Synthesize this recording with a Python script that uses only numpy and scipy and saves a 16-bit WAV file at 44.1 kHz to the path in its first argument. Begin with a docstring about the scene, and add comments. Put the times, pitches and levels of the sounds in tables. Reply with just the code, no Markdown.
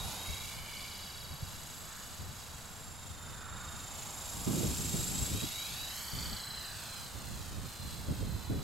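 """Model helicopter over grass

A small electric model helicopter circles over a grass field and passes close by a hand-held camera.
Its slightly off-centre main gear whines in three partials that warble once a rotor turn.
The drive hisses and rings (shaped noise) and the blades swish; a late copy off the ground sweeps a comb
through it all. Gusts and a breeze rumble on the microphone, over a steady distant rumble."""
import sys
import numpy as np
from scipy.fft import rfft, irfft, next_fast_len
from scipy.io import wavfile
from scipy.ndimage import map_coordinates

SR = 44100
rng = np.random.default_rng(int(sys.argv[2]) if len(sys.argv) > 2 else 0)


def waveform_to_disk(signal):
    """Save audio, clipped to [-1, 1], as 16-bit WAV at the path in sys.argv[1]."""
    frames = np.transpose(np.atleast_2d(signal))
    scaled = np.clip(frames, -1, 1) * 32767
    samples = np.round(scaled).astype(np.int16)
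    wavfile.write(sys.argv[1], SR, samples)


N = 380671  # length in samples


def amp(db):
    """Turn decibels into a gain."""
    return 10 ** (np.asarray(db) / 20)


def unit(x):
    """Scale to an average strength (rms) of 1."""
    return x / np.sqrt(np.mean(x ** 2) + 1e-20)


def along(points, hz):
    """Read a table of (pitch, value) points on a log pitch axis."""
    point_hz, value = np.transpose(points)
    return np.interp(np.log(hz + 1), np.log(point_hz + 1), value)


def curves(rows):
    """Turn each column after the time into one value per sample."""
    time_s, *columns = np.transpose(rows)
    return [np.interp(np.arange(N) / SR, time_s, column) for column in columns]


def wobble(rate):
    """A smooth random curve through a given number of random points a second."""
    points = rng.standard_normal(int(N * rate / SR) + 4)
    return map_coordinates(points, [np.arange(N) * rate / SR])


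def filtered(x, response):
    """Shape a sound by a gain that depends on frequency."""
    size = next_fast_len(N + 8192)  # silence after the end keeps it from wrapping round
    spectrum = rfft(x, size) * response(np.fft.rfftfreq(size, 1 / SR))
    return irfft(spectrum, size)[..., :N]


def rush(spectrum, alike):
    """Stereo noise of rms 1: the more alike the two sides, the more 'mid' and the less 'side'."""
    def mid_and_side(hz):
        angle = np.arccos(np.clip(along(alike, hz), -1, 1)) / 2
        return amp(along(spectrum, hz)) * [np.cos(angle), np.sin(angle)]

    mid, side = filtered(rng.standard_normal((2, N)), mid_and_side)
    return unit(np.array([mid + side, mid - side]))


def narrow(centre_hz, width_hz):
    """A resonance of rms 1: slow noise carried on a pitch that may move."""
    a, b = filtered(rng.standard_normal((2, N)), lambda hz: 1 / (1 + (2 * hz / width_hz) ** 2))
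    phase = 2 * np.pi * np.cumsum(centre_hz * np.ones(N)) / SR
    return unit(a * np.cos(phase) + b * np.sin(phase))


def throb(turns, at, depth_db):
    """A gain of rms 1 that swells once a turn, at a given share of the turn."""
    return unit(amp(depth_db * np.cos(2 * np.pi * (turns - at))))


def swell(middle, half_length):
    """A gain that rises smoothly to 1 and falls again."""
    return np.exp(-((np.arange(N) / SR - middle) / half_length) ** 2)


# how alike left and right are, for the distant rumble and the craft's broad noise: pitch_hz, likeness_0_to_1
AIR_ALIKE = [(100, 0.72), (500, 0.75), (1200, 0.74), (3000, 0.63), (12000, 0.84)]
# colour of the distant rumble: pitch_hz, relative_level_db
FIELD_COLOUR = [(20, -2.5), (55, -2.5), (100, -1.5), (200, -5), (350, -16), (700, -14), (1400, -12.5),
                (2300, -22), (5000, -29), (12000, -44)]


def field_rumble():
    """A steady, distant rumble: noise that is strongest in the bass."""
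    return amp(-52.5) * rush(FIELD_COLOUR, AIR_ALIKE)


GUST_ATTACK_S, GUST_RELEASE_S = 0.0071, 0.026


def gust(start, length):
    """A gain that jumps up, holds and dies away."""
    t = np.arange(N) / SR - start
    rise = np.clip(t / GUST_ATTACK_S, 0, 1)
    return rise * np.exp(-np.maximum(t - length, 0) / GUST_RELEASE_S)


# gusts on the microphone: start_s, length_s, level_db before the unevenness,
# small_bright_eddies_share_0_to_1, left_minus_right_db
GUSTS = [(0, 0.097, -43, 0, 0), (0.278, 0.028, -37, 0, 0), (0.397, .25, -51.5, 0, 1),
         (1.301, .03, -40, 0, 0), (1.42, 0.021, -41, 0, 0), (2.167, 0.14, -46, 0, 4),
         (3.046, 0.33, -50.5, .02, 2.5), (3.5, 0.61, -54, 0.05, -3), (4.307, .17, -46.5, 0.26, -3),
         (4.462, 0.18, -32.5, 0.99, -0.5), (4.652, 0.73, -39, .4, 1), (4.935, 0.016, -30.5, 0.5, 0),
         (5.415, 0.019, -35.5, 0.6, 0), (6.128, 0.2, -40, 0.13, 2), (7.135, 0.53, -43, 0.1, -3.5),
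         (7.794, 0.99, -43, 0.09, -5), (8.079, 0.053, -36, 0.42, -0.5), (8.19, 0.096, -40.5, 0.32, -1),
         (8.492, 0.066, -31.5, 0.46, 0)]
# colours of the large and the small eddies: pitch_hz, relative_level_db
LARGE_EDDIES = [(15, -17), (35, -8.5), (65, 0.5), (110, -2.5), (180, -12), (300, -23.5), (600, -27),
                (2000, -79)]
SMALL_EDDIES = [(30, -36), (80, -5.5), (160, 3), (260, -2), (400, -8.5), (700, -20.5), (1500, -45),
                (4000, -59)]
# how alike left and right are, in the gusts and in the breeze: pitch_hz, likeness_0_to_1
GUST_ALIKE = [(40, 0.29), (400, 0.29)]
BREEZE_ALIKE = [(40, .05), (300, .2)]
BREEZE_DB, BREEZE_SWING_DB = -54.5, 1.5


def wind(lumpy_db=2.0, port_db=0.5):
    """Gusts over a breeze thump unevenly on two ports: large eddies rumble, small ones flutter higher."""
    large_power = small_power = 0
    for start_s, length_s, level_db, small_share, pan_db in GUSTS:
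        sides_db = [[level_db + pan_db / 2], [level_db - pan_db / 2]]
        power = (amp(sides_db) * gust(start_s, length_s)) ** 2
        small_share = np.clip(small_share, 0, 1)
        large_power = large_power + (1 - small_share) * power
        small_power = small_power + small_share * power
    large = np.sqrt(large_power) * rush(LARGE_EDDIES, GUST_ALIKE)
    small = np.sqrt(small_power) * rush(SMALL_EDDIES, GUST_ALIKE) * amp([[-1], [1.5]])
    breeze = amp(BREEZE_DB + BREEZE_SWING_DB * wobble(10)) * rush(LARGE_EDDIES, BREEZE_ALIKE)
    # part of the unevenness is shared, part belongs to each port
    uneven_db = lumpy_db * wobble(35) + port_db * np.array([wobble(16), wobble(14)])
    return amp(uneven_db) * (large + small + breeze)


# colour of the swish: pitch_hz, relative_level_db
SWISH_COLOUR = [(200, -3), (450, -4), (800, 4.5), (1400, 1.5), (1900, -3), (3000, -13.5), (8000, -33)]
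# blades cutting their own wake in the turns: middle_s, half_length_s, centre_hz, level_db before the throb
WAKES = [(.1, 0.27, 853, -51), (1.957, 0.14, 1444, -57), (3.563, 0.31, 1349, -51),
         (4.292, 0.48, 902.5, -53.5), (6.38, 0.66, 1491, -54)]
SWISH_DB, SWISH_FOLLOWS = -53, 0.32  # level at 0 dB presence; dB gained per dB of presence


def blades(turns, presence_db):
    """Two blades swish twice a turn, louder and hollower where they meet their wake."""
    swish = amp(SWISH_DB + SWISH_FOLLOWS * presence_db) * rush(SWISH_COLOUR, AIR_ALIKE)
    wake = sum(amp(level_db) * swell(middle_s, half_s) * narrow(centre_hz, width_hz=690)
               for middle_s, half_s, centre_hz, level_db in WAKES)
    return (swish + wake) * throb(2 * turns, at=0.2, depth_db=1.0)


# colours of the hiss and the buzz: pitch_hz, relative_level_db
HISS_COLOUR = [(1500, -20), (3000, -12), (4200, -6), (5100, 0), (5800, -2), (6700, 3.5), (8000, 1),
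               (9200, -3), (10500, -3.5), (11700, -5), (13000, -3), (14200, -18.5), (15500, -8.5)]
BUZZ_COLOUR = [(1200, -26.5), (1950, -7), (2300, -3), (2650, 1.5), (3000, 0.5), (3500, 3), (5000, 0.5),
               (7000, -23.5), (12000, -35)]
# the frame's resonances, swelling once a rotor turn (a negative depth dips there):
# pitch_hz, width_hz, swell_share_of_turn, depth_db
FRAME = [(2290, 340, .3, -0.5), (3057, 240, .8, 2), (4643, 710, 0.8, 7), (6810, 530, 0.27, 6)]
# the resonances flare up in some attitudes: middle_s, half_length_s,
# then level_db of each resonance from low to high, before the flutter
FLARES = [(0.268, 0.16, -56.5, -60, -59, -55.5), (0.648, 0.27, -58, -62, -73, -75),
          (1.06, 0.39, -66.5, -59, -55, -79), (2, 0.75, -78, -68, -64.5, -60),
          (4.45, 1, -65.5, -68, -80, -53.5), (5.7, 0.36, -59, -63, -62, -61),
          (6.3, 0.52, -74, -62, -51.5, -76), (7.2, 0.33, -80, -67, -66, -64)]
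# how the gear beams its sound; the buzz follows the first column too:
# time_s, fundamental_db, octave_db, third_partial_db
BEAM = [(0, 5, -15, 2), (.7, 0.5, -16, 0), (1.8, -2, 7, 2), (2.45, -0.5, -1, -4), (2.85, -3, 9, 1.5),
        (3.55, 4.5, 11, 1), (4.5, -8, 4, 0.5), (5.22, -3.5, 11.5, -1.5), (5.48, 8.5, -0.5, 3),
        (5.82, 7.5, -9, 0), (6.02, -5, -3, 6.5), (6.5, 10.5, 7.5, 1.5), (7.45, -2, -4.5, -7),
        (7.85, 4, 3, -0.5), (8.63, 6.5, -1, 3)]
HISS_DB, BUZZ_DB = -41.5, -47  # levels at 0 dB presence, before beam and flutter
BUZZ_FOLLOWS, BUZZ_BEAM = 0.86, 0.28  # dB gained per dB of presence, and of the fundamental's beam


def drive(turns, presence_db, flutter_db=0.92):
    """Rubbing teeth and belt hiss and ring the frame, pulsing in step with the main rotor."""
    pulse = throb(turns, at=0.18, depth_db=1.0)
    pulse = pulse * throb(2 * turns, at=0.8, depth_db=1.04) * throb(4 * turns, at=0.17, depth_db=0.9)
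    hiss = amp(HISS_DB + presence_db) * rush(HISS_COLOUR, AIR_ALIKE)
    fundamental_db = curves(BEAM)[0]
    buzz_db = BUZZ_DB + BUZZ_FOLLOWS * presence_db + BUZZ_BEAM * fundamental_db
    buzz = amp(buzz_db) * rush(BUZZ_COLOUR, AIR_ALIKE) * amp([[-.7], [.7]])
    ring_gains = sum(np.outer(amp(levels_db), swell(middle_s, half_s))
                     for middle_s, half_s, *levels_db in FLARES)
    ring = sum(gain * throb(turns, at, depth_db) * narrow(pitch_hz, width_hz)
               for gain, (pitch_hz, width_hz, at, depth_db) in zip(ring_gains, FRAME))
    # moving air makes the distant sound flutter
    return amp(flutter_db * wobble(10)) * (pulse * (hiss + buzz) + ring)


# how the whine is beamed to the camera: time_s, swell_share_of_turn, depth_db
FACING = [(.2, .1, 2), (1.1, .09, 8), (2.4, .1, 3), (3.4, .17, 8), (5.5, .15, 2.5), (6.5, -.13, 5),
          (7.6, -.1, 2)]
WHINE_DB, OCTAVE_DB, THIRD_DB = -51, -52, -51  # levels at 0 dB presence, before the beam and wobble


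def gear(mesh_hz, turns, presence_db, warble=0.017, jitter=0.00193):
    """The off-centre gear binds once a turn: its pitch sags and each partial swells at its own angle."""
    sag = warble * np.sin(2 * np.pi * (turns - .24))
    hz = mesh_hz * (1 - warble * (np.sin(2 * np.pi * (turns - .24)) + 0) - 0)
    hz = mesh_hz * (1 - sag - warble * 0)
    hz = mesh_hz * (1 - sag + jitter * wobble(350))
    phase = 2 * np.pi * np.cumsum(hz) / SR
    angle, depth_db = curves(FACING)
    first_db, second_db, third_db = curves(BEAM)
    first = amp(WHINE_DB + first_db + wobble(16)) * unit(np.sin(phase))
    first = first * throb(turns, at=angle, depth_db=depth_db)
    second = amp(OCTAVE_DB + second_db + wobble(60)) * unit(np.sin(2 * phase))
    second = second * throb(turns, at=0.31, depth_db=4.5)
    # uneven teeth smear the third partial into a band
    third = amp(THIRD_DB + third_db) * narrow(3 * hz, width_hz=370)
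    third = third * throb(turns, at=0.53, depth_db=2.5)
    return amp(presence_db) * (first + second + third)


# lag of the ground echo behind the direct sound: time_s, lag_ms
GROUND_LAG = [(0, 2.05), (.25, 1.77), (.6, 1.63), (1.25, 1.7), (2.1, 1.63), (2.45, 1.72), (2.85, 1.68),
              (4.15, 2.28), (4.65, 2.35), (5.1, 1.92), (5.42, 1.45), (5.71, 1.09), (6, .87), (6.25, .82),
              (6.6, .92), (7.5, 1.51), (8.2, 1.79), (8.63, 1.98)]
# what the turf sends back: pitch_hz, level_db before the echo strength
TURF = [(900, -16), (2000, -3), (3900, 0), (5000, -4), (7000, -11), (9000, -26)]
# strength of the ground echo, greatest when the craft flies low: time_s, strength_0_to_1
GRAZING = [(0, .6), (.7, .88), (1.5, .55), (2.4, .3), (4.8, .25), (5.6, .55), (6.2, .78), (7, .55),
           (8.6, .55)]


def over_grass(x):
    """The ground returns a late copy, turned a quarter cycle by the porous turf: a moving comb."""
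    late = np.arange(N) - curves(GROUND_LAG)[0] * SR / 1000
    bounce = filtered(x, lambda hz: -1j * amp(along(TURF, hz)))
    echo = np.array([map_coordinates(side, [late], order=3) for side in bounce])
    return x + curves(GRAZING)[0] * echo


# gear mesh pitch, from rotor speed and Doppler shift, before the warble: time_s, pitch_hz
MESH = [(0, 3790), (.7, 3825), (1.5, 3830), (2, 3870), (2.58, 3870), (2.9, 3690), (3.2, 3640), (4.5, 3770),
        (5, 3790), (6, 3920), (6.4, 4020), (7.3, 4095), (8.15, 4090), (8.63, 3990)]
# how strongly the craft reaches the camera, by distance and attitude: time_s, level_db against the close pass
PRESENCE = [(0, -4.5), (.35, -5.5), (.6, -9.5), (2.4, -11.5), (3.4, -15), (4.05, -8.5), (4.55, -1),
            (5.22, 0), (5.5, -4), (5.95, -5), (6.55, -10), (7.15, -7.5), (7.48, -11.5), (7.85, -10),
            (8.63, -14)]
TEETH = 141  # gear teeth passing in one rotor turn


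def scene():
    """The distant rumble and the wind, then the helicopter with its ground echo."""
    mesh_hz, = curves(MESH)
    presence_db, = curves(PRESENCE)
    turns = np.cumsum(mesh_hz) / SR / TEETH
    background = field_rumble() + wind()
    craft = blades(turns, presence_db) * amp([[-1], [1.2]])
    craft = craft + drive(turns, presence_db) + gear(mesh_hz, turns, presence_db)
    return background + over_grass(craft) * amp([[-.3], [.3]])


TOP_HZ = 15800


def record(dry):
    """The camera keeps nothing above its band limit."""
    return filtered(dry, lambda hz: hz < TOP_HZ)


dry = scene()
out = record(dry)
waveform_to_disk(out)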